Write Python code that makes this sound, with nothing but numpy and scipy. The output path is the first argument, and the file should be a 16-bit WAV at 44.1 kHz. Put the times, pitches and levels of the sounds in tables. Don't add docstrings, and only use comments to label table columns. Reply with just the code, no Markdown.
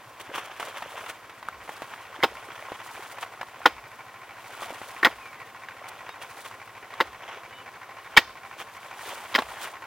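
import sys
import numpy as np
from scipy import signal
from scipy.fft import rfft, irfft, next_fast_len
from scipy.io import wavfile
from scipy.ndimage import map_coordinates

SR = 44100
rng = np.random.default_rng(int(sys.argv[2]) if len(sys.argv) > 2 else 0)


def store_pcm(level_fs):
    pcm = np.round(np.clip(level_fs, -1, 1) * 32767).astype(np.int16)
    wavfile.write(sys.argv[1], SR, np.atleast_2d(pcm).T)


N = 434826


def amp(db):
    return 10 ** (np.asarray(db) / 20)


def unit(x):
    return x / np.sqrt(np.mean(x ** 2) + 1e-20)


def along(points, hz):
    point_hz, value = np.transpose(points)
    return np.interp(np.log(hz + 1), np.log(point_hz + 1), value)


def curves(rows):
    s, *columns = np.transpose(rows)
    return [np.interp(np.arange(N) / SR, s, column) for column in columns]


def wobble(rate, count=N):
    points = rng.standard_normal(int(count * rate / SR) + 4)
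    return map_coordinates(points, [np.arange(count) * rate / SR])


def filtered(x, response):
    n = x.shape[-1]
    padded = next_fast_len(n + 4096)
    spectrum = rfft(x, padded) * response(np.fft.rfftfreq(padded, 1 / SR))
    return irfft(spectrum, padded)[..., :n]


def resonance(f, hz, width):
    return 1j * f * width / (hz * hz - f * f + 1j * f * width)


# (frequency [Hz], likeness [1 = same, 0 = unrelated])
LIKENESS = [(600, 0.99), (1200, 0.99), (2500, 0.98), (4500, 0.64), (8000, .1), (15000, 0.031)]


def noise(spectrum, count=N, grain=1):
    def response(f):
        turn = np.arccos(np.clip(along(LIKENESS, f), -1, 1)) / 2
        return amp(along(spectrum, f)) * np.array([np.cos(turn), np.sin(turn)])

    mid, side = filtered(grain * rng.standard_normal((2, count)), response)
    return unit(np.array([mid + side, mid - side]))


def add(track, s, sound):
    i = max(round(s * SR), 0)
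    track[:, i:i + sound.shape[-1]] += sound[:, :N - i]


def burst(carrier, rise, t60, tail_db=-60):
    t = np.arange(carrier.shape[-1]) / SR
    decay = amp(-60 * t / t60) + amp(tail_db - 20 * t / t60)
    y = carrier * (1 - np.exp(-t / rise)) * decay
    return y / np.sqrt(np.mean(y[:, :round(.006 * SR)] ** 2))


def snap(hz, life, count):
    t = np.arange(count) / SR
    envelope = t / life * np.exp(1 - t / life)
    return envelope * np.sin(2 * np.pi * hz * t + rng.uniform(0, 2 * np.pi))


STROKE_GAP_S = .3


def strokes():
    s = np.array(BITES)[:, 0]
    starts = np.flatnonzero(np.diff(s) > STROKE_GAP_S) + 1
    return [group.mean() for group in np.split(s, starts)]


# (frequency [Hz], relative level [dB per Hz])
AIR_TONE = [(15, -55), (25, -38), (101, -15.5), (240, -10), (648, -5), (782, -2.5), (871, -8), (1050, 0),
            (1200, -4.5), (1620, -8), (2300, -13), (2700, -13.5), (4380, -20), (9300, -25.5), (15500, -25)]


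def air():
    return amp(-50.0 + 0.21 * wobble(2.8)) * noise(AIR_TONE)


# (time [s], speed [cycles per second])
ENGINE_SPEED = [(0, 14.012), (1.5, 13.276), (3.6, 13.509), (4.3, 13.178), (5.4, 13.857), (6.2, 13.091),
                (7.2, 13.237), (8.3, 12.899), (9.0, 12.251), (9.86, 11.832)]
# (place in the cycle [0-1], decay [cycles], relative level [dB])
ENGINE_KNOCKS = [(.81, .11, 0), (.02, .1, -1), (.17, .07, -5), (.6, .06, -14)]
# (frequency [Hz], relative level [dB per Hz])
ENGINE_TONE = [(150, -13), (400, 1), (800, 5), (2500, 0.5), (3300, -7.5), (6000, -11), (12000, -31)]
# (pitch [Hz], width [Hz], relative level [dB])
CASING_MODES = [(795, 20, 1.5), (927, 50, -3.5), (1062, 63, 6.5), (1440, 220, 0), (1896, 150, 0.5),
                (2070, 42, -4.5), (2246, 113, 1.5), (2610, 95, -12), (3040, 26, -33)]
# (time [s], level [dB])
KNOCKING_CARRIES = [(0, -27.5), (1.6, -5), (2.6, -3), (5.3, -2.5), (6.2, -2.5), (9.86, -1)]


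def engine():
    speed, = curves(ENGINE_SPEED)
    cycle = np.cumsum(speed) / SR
    knocks = 0
    for place, decay, db in ENGINE_KNOCKS:
        since = (cycle - place) % 1
        knocks = knocks + amp(db) * np.exp(-since / decay) * (1 - np.exp(-since / 0.01))

    def casing(f):
        return 0.37 + sum(amp(db) * resonance(f, hz, width) for hz, width, db in CASING_MODES)

    knocking = noise(ENGINE_TONE, N, knocks * amp(1.3 * wobble(25)))
    clatter = amp(-45) * unit(filtered(knocking, casing))
    puffs = unit(amp(7.5 * np.cos(2 * np.pi * cycle)))
    pipe = 1.04 * np.sin(2 * np.pi * 8 * cycle + 0.77 * wobble(17))
    rumble = noise([(25, -28), (55, -4), (78, -10), (105, -2.0), (130, 1),
                    (180, -16.0), (400, -36), (1000, -80)])
    exhaust = pipe + 0.67 * rumble
    carry_db, = curves(KNOCKING_CARRIES)
    wash = amp(-55) * unit(filtered(noise(ENGINE_TONE), casing))
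    return amp(carry_db) * clatter + wash + amp(-64.5) * puffs * exhaust


SLIDE_EDGE_DB = 4.5


def swell(s, rise, fall):
    t = np.arange(N) / SR - s
    return amp(-SLIDE_EDGE_DB * np.minimum((t / np.where(t < 0, rise, fall)) ** 2, 20))


def grainy(spectrum, rate, rough_db):
    impacts = (rng.random(N) < rate / SR) * amp(rough_db * rng.standard_normal(N))
    return noise(spectrum, N, impacts * amp(2.9 * wobble(70)))


TICK_HZ, TICK_OCTAVES, TICK_CYCLES = 1248, 0.643, 0.92


def ticks(rate, rough_db):
    at = np.flatnonzero(rng.random(N) < rate / SR)
    pitch, size = rng.standard_normal((2, len(at), 1))
    i = np.arange(SR // 100)
    turns = TICK_HZ * 2 ** (TICK_OCTAVES * pitch) * i / SR
    envelope = turns * np.exp(-turns / TICK_CYCLES)
    tick = amp(rough_db * size) * envelope * np.sin(2 * np.pi * turns)
    return unit(np.bincount((at[:, None] + i).ravel(), tick.ravel(), N)[:N])


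# (time of the height [s], swelling [s], settling [s], gritty body [dB], fine dust [dB])
SOIL_SLIDES = [(.38, 0.1, 0.086, -41.5, -57), (.68, 0.16, 0.23, -42, -55.5),
               (1.06, .16, 0.057, -43.5, -51.5), (1.76, 0.1, 0.17, -46, -54.5),
               (2.62, 0.47, 0.45, -46, -56.5), (3.0, 0.12, 0.14, -47.5, -51), (4.6, 0.14, .42, -46, -50.5),
               (5.9, 0.16, 0.31, -49, -65), (6.44, 0.13, 0.083, -55, -51), (7.33, .1, 0.05, -43, -69),
               (9.08, .08, 0.092, -42, -47), (9.63, 0.6, 0.084, -45, -50.5)]
# (time of the middle [s], length [s], level [dB])
SOIL_SCRAPES = [(.21, 0.024, -35), (0.359, 0.03, -29.5), (0.39, 0.033, -32.5), (0.456, 0.021, -36.5),
                (.605, 0.013, -33), (0.64, 0.067, -36.5), (0.688, 0.028, -44), (0.777, 0.022, -34.5),
                (1.009, 0.015, -38), (1.097, 0.023, -31), (3.225, 0.041, -36.5), (4.63, 0.047, -36),
                (5.889, 0.016, -35.5), (6.232, 0.038, -38), (6.46, 0.018, -38.5), (8.605, 0.039, -32),
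                (9.096, 0.075, -34), (9.641, 0.071, -33)]
# (frequency [Hz], relative level [dB per Hz])
SOIL_TONE = [(100, -40), (200, -19), (330, -6.5), (600, -3), (900, 1), (1400, -0.5), (2200, -4), (3300, -4),
             (4300, -23), (6000, -16.5), (9000, -40)]
# (frequency [Hz], relative level [dB per Hz])
DUST_TONE = [(1500, -20), (3500, 5.5), (5500, 1), (7500, 2.5), (10000, 2.5), (12000, -2.5), (15500, -1)]
SPILL_LEAD_S, SPILL_SETTLE_S, SPILL_DB, SPILL_DUST_DB = 0.061, 0.069, -45.5, -62
REST_DB, REST_DUST_DB = -57, -64
RASP_DB, SCRAPE_GRIT_DB = -3.5, -9.5


def soil():
    t = np.arange(N) / SR
    spills = [(s, SPILL_LEAD_S, SPILL_SETTLE_S, SPILL_DB, SPILL_DUST_DB) for s in strokes()]
    body_power, dust_power = amp(REST_DB) ** 2, amp(REST_DUST_DB) ** 2
    for s, rise, fall, db, dust_db in SOIL_SLIDES + spills:
        flow = swell(s, rise, fall)
        body_power = body_power + (amp(db) * flow) ** 2
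        dust_power = dust_power + (amp(dust_db) * flow) ** 2
    body, dust = np.sqrt(body_power), np.sqrt(dust_power)
    slide = amp(-1.5) * body * grainy(SOIL_TONE, 3500, 1.6)
    slide += dust * grainy(DUST_TONE, 7000, 1.6)
    trickle = amp(-2) * body * ticks(260, 4) + amp(-10) * dust * grainy(DUST_TONE, 160, 2.5)
    push = sum(amp(db) * np.exp(-(2 * (t - s) / length) ** 2) for s, length, db in SOIL_SCRAPES)
    scrape = amp(RASP_DB) * grainy(SOIL_TONE, 2500, 2)
    scrape += amp(SCRAPE_GRIT_DB) * grainy(DUST_TONE, 3000, 3)
    return slide + trickle + push * scrape


# (time [s], level [dB], pitch [Hz], clatter relative to that level [dB])
LANDING_CLODS = [(0.381, -17, 1190, -21), (0.598, -20, 1100, -12), (0.628, -19.5, 1190, -17),
                 (0.823, -20.5, 890, -13), (0.978, -22.5, 1010, -28), (1.062, -25.5, 1060, -10),
                 (1.097, -29.5, 689, -5), (1.296, -27, 860, -12.5), (1.427, -29.5, 834, -9.5),
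                 (1.486, -13, 1320, -24.5), (1.692, -19.5, 880, -17), (1.82, -17, 650, -18),
                 (1.937, -31.5, 1540, -5), (2.719, -20.5, 530, -16), (3.184, -22, 1020, -16),
                 (3.228, -22.5, 1760, -9), (3.412, -19, 825, -11.5), (3.43, -20, 990, -22),
                 (4.622, -22, 1040, -27), (4.705, -22, 620, -25), (4.816, -22.5, 650, -16),
                 (5.686, -26.5, 1690, -11.5), (6.091, -25.5, 1730, -10.5), (6.512, -26, 1040, -17),
                 (6.938, -24, 1120, -15), (9.421, -23, 705, -8)]
CLOD_HZ = 1420
KNOCK_DB, KNOCK_DB_PER_OCTAVE, CRUMB_GRIT_DB = -34.5, -6.5, -34


def crumbs():
    out, n = np.zeros((2, N)), SR // 10
    for s, db, hz, clatter_db in LANDING_CLODS:
        knock_db = KNOCK_DB + KNOCK_DB_PER_OCTAVE * np.log2(hz / CLOD_HZ)
        clatter = noise([(300, -36), (750, 7.5), (1800, 3), (3500, -7.0), (6000, -20), (12000, -27)], n)
        knock = noise([(80, -40), (250, 3.5), (600, 2), (1100, -42), (3000, -60)], n)
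        landing = 0.6 * snap(hz, 0.00079, n)
        landing = landing + amp(clatter_db) * burst(clatter, 0.00035, 0.046)
        landing += amp(knock_db) * burst(knock, .0006, 0.042)
        landing += amp(CRUMB_GRIT_DB) * burst(noise(DUST_TONE, n), 0.00018, 0.021)
        add(out, s, amp(db) * landing)
    return out


HUM_DELAY_S, HUM_S, HUM_DB = .095, .25, -57.5


def sinking_hum():
    out, t = np.zeros((2, N)), np.arange(int(HUM_S * SR)) / SR
    loudest_clod_s = max(LANDING_CLODS, key=lambda row: row[1])[0]
    for s in strokes() + [loudest_clod_s]:
        hz = 42 + 110 * np.exp(-t / 0.081)
        tone = np.sin(2 * np.pi * np.cumsum(hz) / SR + rng.uniform(0, 2 * np.pi))
        hum = tone * amp(3.1 * wobble(77, len(t)))
        start_s = s + HUM_DELAY_S - HUM_S / 2
        add(out, start_s, amp(HUM_DB) * np.hanning(len(t))[None] * hum)
    return out


# (time [s], level [dB], pitch of the breaking clod [Hz], thud and crack relative to the bite [dB, dB])
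BITES = [(2.228, -21, 2080, -20, -15), (2.2341, -14.5, 770, -2.5, -4), (2.241, -17, 820, -6, -4),
         (3.656, -11.5, 1400, -11.5, -24), (3.6588, -10.5, 865, -9, -5.5), (5.0295, -14.5, 1860, -13, -18),
         (5.048, -8, 1960, -17.5, -6.5), (5.0547, -15, 1460, -15, -7.5), (5.063, -17.5, 870, -6, -16),
         (7.0021, -13.5, 930, -15, -18), (7.0079, -17, 1970, -8.5, -6), (8.166, -16, 3140, -16, -7),
         (8.172, -6.5, 2300, -20, -1.5), (8.1776, -6.5, 1860, -16, -6), (9.343, -29, 1540, -14, 1),
         (9.35, -15.5, 2050, -13, -4.5), (9.3573, -17, 1750, -10.5, -2.5), (9.381, -21.5, 780, -9, -16),
         (9.3865, -19.5, 1060, -4.5, -7)]
# (pitch [Hz], width [Hz], relative level [dB])
BLADE_MODES = [(328, 76, -5), (940, 95, -6), (1085, 51, 3.5), (1280, 42, -8), (1420, 79, 2),
               (1850, 100, -1.5), (2610, 68, -10), (3130, 40, 2), (3500, 70, -7), (3680, 160, -6),
               (5050, 56, 7), (4760, 36, -15)]
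CRUMBLE_T60_S, CRUMBLE_GROWS = 0.046, 0.083
GRIT_DB, GRIT_PER_CRACK = -12.5, 0.62


def hoe():
    out, n = np.zeros((2, N)), SR // 6
    for s, db, clod_hz, thud_db, crack_db in BITES:
        grit_db = GRIT_DB + GRIT_PER_CRACK * crack_db
        t60 = CRUMBLE_T60_S * (CLOD_HZ / clod_hz) ** CRUMBLE_GROWS
        grain = amp(3.7 * wobble(2470, n))
        thud = noise([(60, -21), (150, -23.5), (240, -4.0), (310, -3), (400, -5.5),
                      (500, 3.5), (650, -9.0), (900, -1.0), (2000, -57)], n)
        crunch = noise([(250, -11), (550, -0.5), (780, 2.5), (1400, 2.5), (2200, 3),
                        (2700, -34), (5000, -34)], n, grain)
        crunch = filtered(crunch, lambda f: .5 + resonance(f, clod_hz, 1400))
        crack = noise([(1200, -49), (2300, -1.5), (3000, -1), (4000, -5), (5200, -10.5),
                       (7000, -29.5), (12000, -43)], n, grain)
        grit = noise([(3000, -40), (6000, 3.5), (8000, -1), (11000, -4.0), (15500, 2)], n, grain)
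        bite = 1.08 * snap(clod_hz, 0.0018, n) + 0.67 * burst(crunch, 0.001, 0.77 * t60, tail_db=-23)
        bite += amp(thud_db) * burst(thud, 0.0021, 1.21 * t60)
        bite += amp(crack_db) * burst(crack, 0.00014, 0.83 * t60, tail_db=-23.0)
        bite += amp(grit_db) * burst(grit, 0.00034, 0.69 * t60, tail_db=-7)
        add(out, s, amp(db) * bite)

    def blade(f):
        ringing = sum(amp(db) * resonance(f, hz, width) for hz, width, db in BLADE_MODES)
        bass_cut = (1j * f / (90 + 1j * f)) ** 2
        return (0.8 + 0.61 * ringing) * bass_cut

    return filtered(out, blade)


def hillside(x):
    n = SR // 2
    tail = noise([(100, -13), (900, -16), (2500, -3), (6000, 10), (14000, -20)], n)
    tail = tail * amp(-60 * np.arange(n) / SR / 0.43)
    return signal.fftconvolve(x, tail / np.linalg.norm(tail[0]), axes=1)[:, :N]


# (time [s], length [s], start pitch [Hz], end pitch [Hz], level [dB])
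BIRD_WHISTLES = [(5.18, .17, 2620, 2130, -46), (5.35, .14, 2080, 1760, -48), (6.08, .07, 3740, 3750, -51),
                 (6.08, .05, 5000, 5100, -59), (7.5, .15, 2980, 2950, -49), (7.51, .1, 3690, 3690, -58)]


def bird():
    out = np.zeros((2, N))
    for s, length, start_hz, end_hz, db in BIRD_WHISTLES:
        n = int(length * SR)
        hz = np.linspace(start_hz, end_hz, n) * (1 + 0.0033 * wobble(74, n))
        tone = np.sin(2 * np.pi * np.cumsum(hz) / SR)
        add(out, s, amp(db) * np.hanning(n)[None] ** .5 * tone)
    return out


# (time [s], level [dB], length [s])
OVERLOAD_PUSH = (8.1797, -18, .0011)


def overload_push():
    s, db, length = OVERLOAD_PUSH
    return amp(db) * np.exp(-((np.arange(N) / SR - s) / length) ** 2)


def arriving(x, lead_us):
    half_lead_s = lead_us / 2 * np.array([[-1e-6], [1e-6]])
    return filtered(x, lambda hz: np.exp(2j * np.pi * hz * half_lead_s))


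WIDE_ABOVE_HZ = 9300


def focused(x):
    mid, side = (x[0] + x[1]) / 2, (x[0] - x[1]) / 2
    side = filtered(side, lambda hz: hz / np.hypot(hz, WIDE_ABOVE_HZ))
    return np.array([mid + side, mid - side])


RIGHT_LEAD_US = 19


def scene():
    blows = hoe()
    around = air() + engine() + soil() + crumbs() + amp(-28.5) * hillside(blows) + bird()
    return focused(blows) + sinking_hum() + overload_push() + arriving(around, RIGHT_LEAD_US)


TOP_HZ = 15950


def record(dry):
    clipped = dry / (1 + np.abs(dry) ** 8) ** (1 / 8)
    return filtered(clipped, lambda hz: hz < TOP_HZ)


dry = scene()
out = record(dry)
store_pcm(out)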